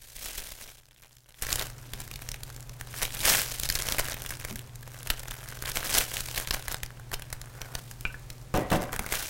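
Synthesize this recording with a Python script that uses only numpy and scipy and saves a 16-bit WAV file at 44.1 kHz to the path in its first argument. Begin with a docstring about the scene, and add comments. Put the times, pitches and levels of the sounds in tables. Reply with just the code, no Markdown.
"""A thin plastic bag crackles as hands open, fill and squeeze it over a steel kitchen table.
Its creases buckle, in swarms and in single loud snaps, and film slides on film. A spoon clinks in a
lifted mug, which is set down with two loud knocks; mug and table ring in their damped normal modes.
The walls reflect these sounds, and a refrigerator hums under the room hiss. A close microphone with
an asymmetric input stage answers every sharp sound with a short low push."""
import sys
import numpy as np
from scipy import signal
from scipy.io import wavfile
from scipy.ndimage import uniform_filter1d

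SR = 44100
rng = np.random.default_rng(int(sys.argv[2]) if len(sys.argv) > 2 else 0)


def master(y):
    """Save y as 16-bit WAV."""
    cut = np.clip(np.atleast_2d(y).T, -1, 1)
    pcm = np.round(cut * 32767)  # scale
    wavfile.write(sys.argv[1], SR, pcm.astype(np.int16))


N = 409688

# The hands' activity between crumples. Each row: time in seconds, level in dB, dull part relative
# to bright part in dB, sliding share of the power from 0 to 1.
HANDLING = [(0, -50.5, -10.5, 0.8), (0.15, -53.5, -10.5, 0.72), (0.55, -58, -8.5, 0.56),
            (0.72, -63, -8.5, 0.46), (0.9, -67.5, -8.5, .2), (1.3, -61.5, -8, .2), (1.42, -47, -6.5, 0.48),
            (1.72, -55.5, -4.5, 0.44), (2.3, -51, -8, 0.45), (2.7, -58, -5, 0.33), (3.1, -49.5, -8, 0.42),
            (3.56, -38, -9.5, 0.44), (4.1, -47.5, -5, 0), (4.5, -44, -6.5, 0.17), (4.75, -67, -6.5, 0.16),
            (5.3, -48.5, -4, 0.25), (5.7, -48.5, -5.5, 0.3), (6.1, -40.5, -9, 0.48), (6.5, -44.5, -5, 0.25),
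            (6.8, -52, -4.5, 0.03), (7.0, -65, -4, 0.35), (7.75, -52, 2, 0.63), (7.9, -56, -15, .7),
            (8.5, -64, -6.5, 0.48), (8.9, -54.5, 3, 0.14), (9.1, -46, -5.5, 0.25), (9.29, -34, -9.5, 0.58)]
# A hand closes and a swarm of creases swells and dies. Each row: peak time in seconds, level in dB,
# seconds to swell by 20 dB, seconds to fade by 20 dB.
CRUMPLES = [(0.24, -36, 0.15, 0.32), (0.39, -40.5, 0.18, 0.25), (0.52, -45.5, .3, 0.024),
            (0.61, -44.5, .06, 0.24), (0.68, -46.5, .2, 0.036), (1.018, -57, 0.26, 0.43),
            (1.43, -33, 0.014, 0.04), (1.519, -31.5, 0.064, .13), (1.602, -33, 0.04, 0.11),
            (2.01, -48.5, 0.22, 0.065), (3.032, -30.5, 0.13, 0.082), (3.147, -35.5, 0.045, 0.071),
            (3.282, -19.5, 0.089, 0.19), (3.342, -23, 0.12, .12), (3.801, -32.5, 0.14, 0.2),
            (3.905, -32.5, 0.063, 0.18), (3.995, -27.5, 0.029, 0.029), (4.088, -36.5, 0.11, 0.13),
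            (4.295, -44.5, .1, 0.14), (4.96, -49, 0.37, 0.19), (5.09, -44.5, 0.098, 0.31),
            (5.284, -47, 0.027, 0.36), (5.498, -50.5, 0.077, 0.067), (5.679, -34, 0.055, 0.076),
            (5.769, -31, 0.046, 0.058), (5.87, -33, 0.1, .2), (5.941, -27, .06, 0.22),
            (5.982, -25.5, 0.2, 0.073), (6.176, -36.5, 0.15, 0.077), (6.373, -32, 0.056, 0.053),
            (6.541, -34, 0.035, 0.05), (6.633, -54, 0.05, .12), (6.715, -41, 0.091, 0.031),
            (7.134, -37, 0.011, 0.026), (8.551, -40, 0.0079, 0.12), (8.725, -34, 0.037, 0.095),
            (8.838, -43.5, 0.11, 0.048), (8.934, -37.5, 0.018, 0.039), (9.14, -31.5, 0.066, 0.19)]
# Creases that buckle loudly. Each row: start in seconds, nominal peak in dB, pitch of the film patch
# in Hz, dull part relative to bright part in dB.
SNAPS = [(1.385, -42, 2530, -15), (1.4224, -15, 10700, -11), (1.4671, -18, 1700, -14),
         (1.491, -22, 1720, -10), (1.5035, -20, 4570, -11), (1.5274, -9, 7770, -13),
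         (1.557, -12.5, 11000, -10), (1.5941, -14, 4390, -17), (1.6227, -16.5, 4510, -15),
         (1.9346, -19.5, 4360, -10), (2.0028, -21.5, 9720, -11), (2.0772, -26, 1590, -10),
         (2.1131, -23, 2850, -9.5), (2.138, -26.5, 4880, -11), (2.1577, -24, 3960, -14),
         (2.22, -24, 2430, -11), (2.2886, -19.5, 7170, -11), (2.3163, -19.5, 6050, -11.5),
         (2.3424, -21, 3060, -12), (2.4334, -22.5, 9500, -11), (2.5008, -28, 1670, -9),
         (2.563, -29, 7300, -4), (2.6055, -31, 10200, -10), (2.694, -29.5, 5700, -4),
         (2.811, -19.5, 1730, -8), (2.9627, -27, 1630, -13), (3.03, -12.5, 11300, -20),
         (3.052, -16.5, 3400, -12), (3.1228, -26, 6270, -14), (3.1916, -20, 10800, -9),
         (3.2041, -19.5, 4610, -8), (3.226, -27, 4860, -13), (3.2545, -5.5, 1590, -16),
         (3.417, -12, 11000, -9), (3.5508, -28, 4420, -18), (3.5981, -13.5, 12000, -13),
         (3.6334, -15, 6800, -12), (3.654, -19, 8730, -13), (3.689, -14, 6050, -14), (3.7, -7, 4800, -15),
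         (3.724, -18, 7000, -11), (3.753, -12.5, 5870, -12), (3.7888, -16, 4100, -13),
         (3.8857, -15, 3130, -13), (3.922, -11.5, 5570, -10), (3.9663, -25, 1600, -12),
         (3.9836, -11.5, 2080, -11.5), (4.0437, -24, 1600, -13), (4.0839, -18.5, 1620, -12),
         (4.1145, -23, 1750, -13), (4.142, -19.5, 2900, -13), (4.22, -18, 1830, -14),
         (4.2617, -19.5, 2810, -10.5), (4.2926, -25.5, 8080, -17), (4.3054, -19, 1960, -14),
         (4.4119, -26, 2720, -10), (4.449, -18, 2010, -11), (4.557, -22.5, 1600, -16),
         (4.592, -22.5, 2770, -15), (4.7565, -30, 7600, -13), (4.8293, -31, 1810, -13),
         (4.8758, -30, 1610, -7), (5.03, -26, 10500, -9), (5.0721, -19.5, 2460, -10),
         (5.1016, -8.5, 3240, -10.5), (5.1786, -31, 3000, -7), (5.1946, -24, 9350, -14),
         (5.233, -25, 1600, -14), (5.2811, -25, 1670, -10), (5.3093, -20.5, 3360, -17),
         (5.4874, -21.5, 1740, -18), (5.5712, -29.5, 1820, -7), (5.6064, -43, 1600, -13),
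         (5.623, -15.5, 1690, -12.5), (5.658, -18.5, 4520, -10), (5.677, -20, 2680, -10),
         (5.7169, -20, 6000, -13), (5.7568, -14.5, 2550, -14), (5.7712, -9, 2970, -14.5),
         (5.868, -24, 4950, -13), (5.9253, -21, 7370, -13), (5.9828, -3.5, 9800, -16),
         (6.114, -26, 2440, -13), (6.1684, -15, 4570, -13), (6.2866, -25, 4520, -13),
         (6.3121, -22.5, 5130, -13), (6.346, -23, 3550, -8), (6.3598, -19, 5520, -13),
         (6.3769, -11, 2060, -15), (6.3989, -15, 2180, -13), (6.4732, -17.5, 3500, -11),
         (6.5082, -11.5, 4830, -4), (6.526, -26, 5010, -13), (6.54, -24, 1630, -13),
         (6.624, -28, 3070, -13), (6.6812, -14, 1930, -11.5), (6.7224, -21, 13600, -10),
         (6.7438, -15.5, 5070, -5), (6.832, -16.5, 3030, -11), (6.8613, -26, 5630, -11),
         (6.9968, -35, 1670, -4), (7.116, -23, 1870, -7), (7.1401, -17, 5330, -13), (7.195, -26, 1790, -10),
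         (7.221, -25, 2870, -10), (7.3023, -29, 1800, -12), (7.3272, -19, 1680, -12),
         (7.415, -25.5, 7990, -10), (7.6163, -20, 5700, -9), (7.7517, -16.5, 5240, -6),
         (7.9117, -26.5, 8480, -5), (8.0087, -25.5, 14000, -9.5), (8.3016, -24.5, 4170, -14),
         (8.3804, -41, 7350, -10), (8.4138, -44, 7140, -10), (8.5401, -22, 1640, -10),
         (8.574, -17, 2100, -12), (8.7022, -22.5, 3700, -7), (8.7177, -17, 1620, -10),
         (8.8289, -25, 1850, -10), (8.9222, -26, 1740, -12), (8.9392, -26, 1720, -3),
         (8.9621, -17, 1770, -10), (8.9927, -12.5, 1900, -9), (9.042, -29, 1640, -4),
         (9.0629, -18.5, 2080, -10.5), (9.0893, -25, 2290, -10), (9.1227, -12, 2360, -11)]
# The bright part of a crease. Each row: frequency in Hz, relative spectral density in dB.
FILM_SPECTRUM = [(400, -40), (700, -12), (1100, -7), (1600, -5), (2100, -3.5), (3300, -1), (5000, 0),
                 (7000, 0), (9000, -.5), (12000, -1), (16000, -3)]
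# The dull part, from the bag as a whole. Each row: frequency in Hz, relative spectral density in dB.
BAG_SPECTRUM = [(90, -33), (150, -10.5), (320, -10.5), (550, -7), (1000, -6.5), (1600, -3.5), (3000, -28.5),
                (6000, -64)]
# The spoon shifts in the mug. Each row: start in seconds, peak in dB, favoured pitch in Hz,
# spread in octaves.
SPOON_CLINKS = [(8.0522, -15, 2400, 1.0), (8.1015, -37, 1400, .3), (8.1434, -29, 1720, .06)]
# The mug's modes. Each row: frequency in Hz, relative level in dB, seconds to decay by 60 dB.
MUG_MODES = [(1518, -9, .09), (1710, -14, .035), (2420, 0, .03), (2353, -20, .25), (2638, -20, .2),
             (2789, -20, .15), (7343, -22, .05)]
# Blows on the table. Each row: start in seconds, peak in dB, favoured pitch in Hz, spread in octaves.
TABLE_KNOCKS = [(1.942, -43, 215, 0.26), (4.509, -34, 232, 0.35), (8.541, -14.5, 400, 2.2),
                (8.572, -33, 300, 1.9), (8.7155, -13.5, 403, 2), (8.751, -25, 400, 1.2),
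                (8.992, -34, 210, 0.14)]
# The steel top's modes. Each row: frequency in Hz, relative level in dB, seconds to decay by 60 dB.
TABLE_MODES = [(112, -21.5, 0.18), (194, -39, 0.19), (215.7, 1, 0.3), (309.7, -9, 0.54), (374, -1, 0.29),
               (440, -33, 0.43), (530, -14, 0.66), (582, 0.5, 0.4), (620, -32, 0.81), (744, -0.5, 0.52),
               (913, -9, 0.32), (1030, -11, 1), (1186, -5, 0.17), (1510, -6, 0.38), (1930, -8.5, 0.78),
               (2680, -1, 0.2)]
# The compressor's tones. Each row: frequency in Hz, rms level in dB before the background gain.
HUM_TONES = [(120.3, -48.5), (140.5, -57)]
# The room hiss. Each row: frequency in Hz, relative spectral density in dB.
HISS_SPECTRUM = [(20, -3), (40, 10), (70, -9), (100, 4), (170, -9.5), (300, -11.5), (700, -16), (4000, -27),
                 (7300, -27.5), (15500, -34)]
# The gain on hum and hiss together. Each row: time in seconds, gain in dB.
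BACKGROUND_GAIN = [(0, -17), (1.36, -19.5), (1.5, 0.5), (5, 0), (8.5, 0), (9.0, 0.5), (9.1, -6.5),
                   (9.29, -5)]


def bag_rustle():
    """Buckling and friction: swarms of small creases add in power to the hiss of film sliding on film."""
    handling_db, dull_db, slide_share = curves(HANDLING)
    level_db = add_crumples(handling_db)
    creases = crease_swarm(level_db)
    friction = evened(amp(6 * drift(150)) * rng.standard_normal(N))
    drive = np.sqrt(1 - slide_share) * creases + np.sqrt(slide_share) * friction
    return amp(level_db) * (colour(drive, FILM_SPECTRUM) + amp(dull_db) * colour(drive, BAG_SPECTRUM))


def add_crumples(handling_db):
    """Incoherent sources add in power: handling and crumples give the rustle's level in dB."""
    t = np.arange(N) / SR
    power = amp(2 * handling_db)
    for peak_s, db, swell_s, fade_s in CRUMPLES:
        drop_db = 20 * np.where(t < peak_s, (peak_s - t) / swell_s, (t - peak_s) / fade_s)
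        power += amp(2 * (db - drop_db))
    return 10 * np.log10(power)


def crease_swarm(level_db):
    """Shot noise: small creases buckle at random instants, more often as the hands work harder."""
    per_s = 380 * amp(.6 * (level_db + 43.5) + 4.5 * drift(60))  # creases set each other off in clumps
    sizes = amp(3.2 * np.minimum(rng.exponential(1, N), 5))
    impulses = sizes * (rng.random(N) < per_s / SR)
    patch = rng.integers(0, 24, N)
    creases = np.zeros(N)
    for k, hz in enumerate(np.geomspace(2000, 14500, 24)):
        crack = buckle(rng.standard_normal(900), hz, t60=.007, tuned=1.1)
        creases += signal.oaconvolve(impulses * (patch == k), crack)[:N]
    local_power = uniform_filter1d(creases ** 2, 9000)
    return creases / np.sqrt(local_power + 1e-3)


def bag_snaps():
    """Snap-through buckling: one loud crease excites both the bright film and the dull bag as a whole."""
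    bright, dull = np.zeros((2, N))
    crest_factor = 2
    for start_s, db, hz, dull_db in SNAPS:
        t60 = np.clip(.013 * np.exp(.35 * rng.standard_normal()), .002, .05)
        crack = amp(db) / crest_factor * buckle(rng.standard_normal(1800), hz, t60, tuned=.73)
        add(bright, start_s, crack)
        add(dull, start_s, amp(dull_db) * crack)
    return colour(bright, FILM_SPECTRUM) + colour(dull, BAG_SPECTRUM)


def buckle(noise, hz, t60, tuned):
    """A damped transient: a crease flips with a crack, partly tuned to the patch of film that moves."""
    t, rise_s = np.arange(len(noise)) / SR, .0005
    envelope = np.minimum(t / rise_s, 1) * amp(-60 * np.maximum(t - rise_s, 0) / t60)
    crack = envelope * (evened(noise) + tuned * evened(resonance(noise, hz, .4 * hz)))
    return crack * np.linalg.norm(envelope) / np.linalg.norm(crack)


def mug_and_table():
    """Impact excitation: the spoon sets the mug ringing, and knocks set the steel top ringing."""
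    out = np.zeros(N)
    for start_s, db, hz, octaves in SPOON_CLINKS:
        add(out, start_s, amp(db) * struck(MUG_MODES, hz, octaves, scatter=.15, samples=8000))
    for start_s, db, hz, octaves in TABLE_KNOCKS:
        add(out, start_s, amp(db) * struck(TABLE_MODES, hz, octaves, scatter=1.3, samples=24000))
    return out


def struck(modes, favoured_hz, octaves, scatter, samples):
    """Modal superposition: a blow rings the modes near its favoured pitch; each decays exponentially."""
    t = np.arange(samples) / SR
    noise = rng.standard_normal(samples)
    out = np.zeros(samples)
    for hz, db, t60 in modes:
        weak_modes = evened(resonance(noise, hz, .2 * hz))  # noise stands for the many modes between
        excitation = 1 / (1 + (np.log2(hz / favoured_hz) / octaves) ** 2)
        out += excitation * amp(db - 60 * t / t60) * (np.sin(2 * np.pi * hz * t) + scatter * weak_modes)
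    return out / abs(out).max()


def wall_echoes(x):
    """Reverberation: sparse reflections from hard walls grow duller, as the treble decays faster."""
    gap_samples, bright_t60, dull_t60 = 300, .15, .34
    t = np.arange(gap_samples, 14000) / SR
    reflections = rng.choice([-1., 1.], len(t)) * (rng.random(len(t)) < .05)
    bright = reflections * amp(-60 * t / bright_t60)
    dull = signal.lfilter([.3], [1, -.7], reflections) * amp(-60 * t / dull_t60)
    response = np.r_[np.zeros(gap_samples), bright + 1.5 * dull]
    return signal.oaconvolve(x, response / np.linalg.norm(response))[:N]


def refrigerator_hum():
    """Beating: two compressor tones interfere, each wavering slightly in level and phase."""
    t = np.arange(N) / SR
    hum = np.zeros(N)
    for hz, db in HUM_TONES:
        amplitude = np.sqrt(2) * amp(db + .8 * drift(10))
        cycles = hz * t + .015 * drift(10)
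        hum += amplitude * np.sin(2 * np.pi * cycles)
    return hum


def room_hiss():
    """Broadband noise, strongest in the bass, wanders slightly in level."""
    return amp(-50.5 + .98 * drift(1.716)) * evened(colour(rng.standard_normal(N), HISS_SPECTRUM))


def amp(db):
    """The amplitude ratio for a level in dB."""
    return 10 ** (np.asarray(db) / 20)


def evened(x):
    """Normalisation to unit rms."""
    return x / np.sqrt(np.mean(x ** 2) + 1e-20)


def curves(rows):
    """Linear interpolation of a timed table's columns at every sample."""
    times, *columns = np.transpose(rows)
    return [np.interp(np.arange(N) / SR, times, column) for column in columns]


def colour(x, spectrum):
    """A minimum-phase filter of unit energy imposes the shape of a spectrum."""
    hz, db = np.transpose(spectrum)
    bin_hz = abs(np.fft.fftfreq(4096, 1 / SR))
    gain_db = np.maximum(np.interp(np.log(bin_hz + 1), np.log(hz + 1), db), -70)
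    log_response = np.conj(signal.hilbert(gain_db * np.log(10) / 20))
    taps = np.fft.ifft(np.exp(log_response)).real[:2048]
    return signal.oaconvolve(x, taps / np.linalg.norm(taps))[:len(x)]


def resonance(x, hz, width_hz):
    """The response of a damped oscillator driven by x."""
    radius = np.exp(-np.pi * width_hz / SR)
    return signal.lfilter([1 - radius], [1, -2 * radius * np.cos(2 * np.pi * hz / SR), radius ** 2], x)


def drift(per_s):
    """Random modulation: Gaussian values joined by straight lines."""
    return np.interp(np.arange(N) / SR * per_s, np.arange(2000), rng.standard_normal(2000))


def add(mix, start_s, sound):
    """Superposition of a sound on the mix from its start time."""
    part = mix[round(start_s * SR):][:len(sound)]
    part += sound[:len(part)]


def scene():
    """Direct sound, reflections and background superpose in one channel."""
    direct = bag_rustle() + bag_snaps() + mug_and_table()
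    echoes = amp(-16) * wall_echoes(direct)
    background = amp(curves(BACKGROUND_GAIN)[0]) * (refrigerator_hum() + room_hiss())
    return (direct + echoes + background)[None]


def record(dry):
    """Rectification: an asymmetric input stage turns the treble's envelope into a downward push."""
    treble = signal.sosfilt(signal.butter(2, 800, "high", fs=SR, output="sos"), dry)
    hold = np.exp(-1 / (.0087 * SR))  # time constant of 8.7 ms
    envelope = signal.lfilter([1 - hold], [1, -hold], abs(treble))
    offset = .13 * np.log1p(envelope / .027)  # loud cracks push less than in proportion
    push = signal.sosfilt(signal.butter(2, 14, "high", fs=SR, output="sos"), offset)
    band_limit = signal.firwin(511, 16050, window=("kaiser", 9), fs=SR)
    return signal.oaconvolve(dry - push, band_limit[None], "same")


dry = scene()
out = record(dry)
master(out)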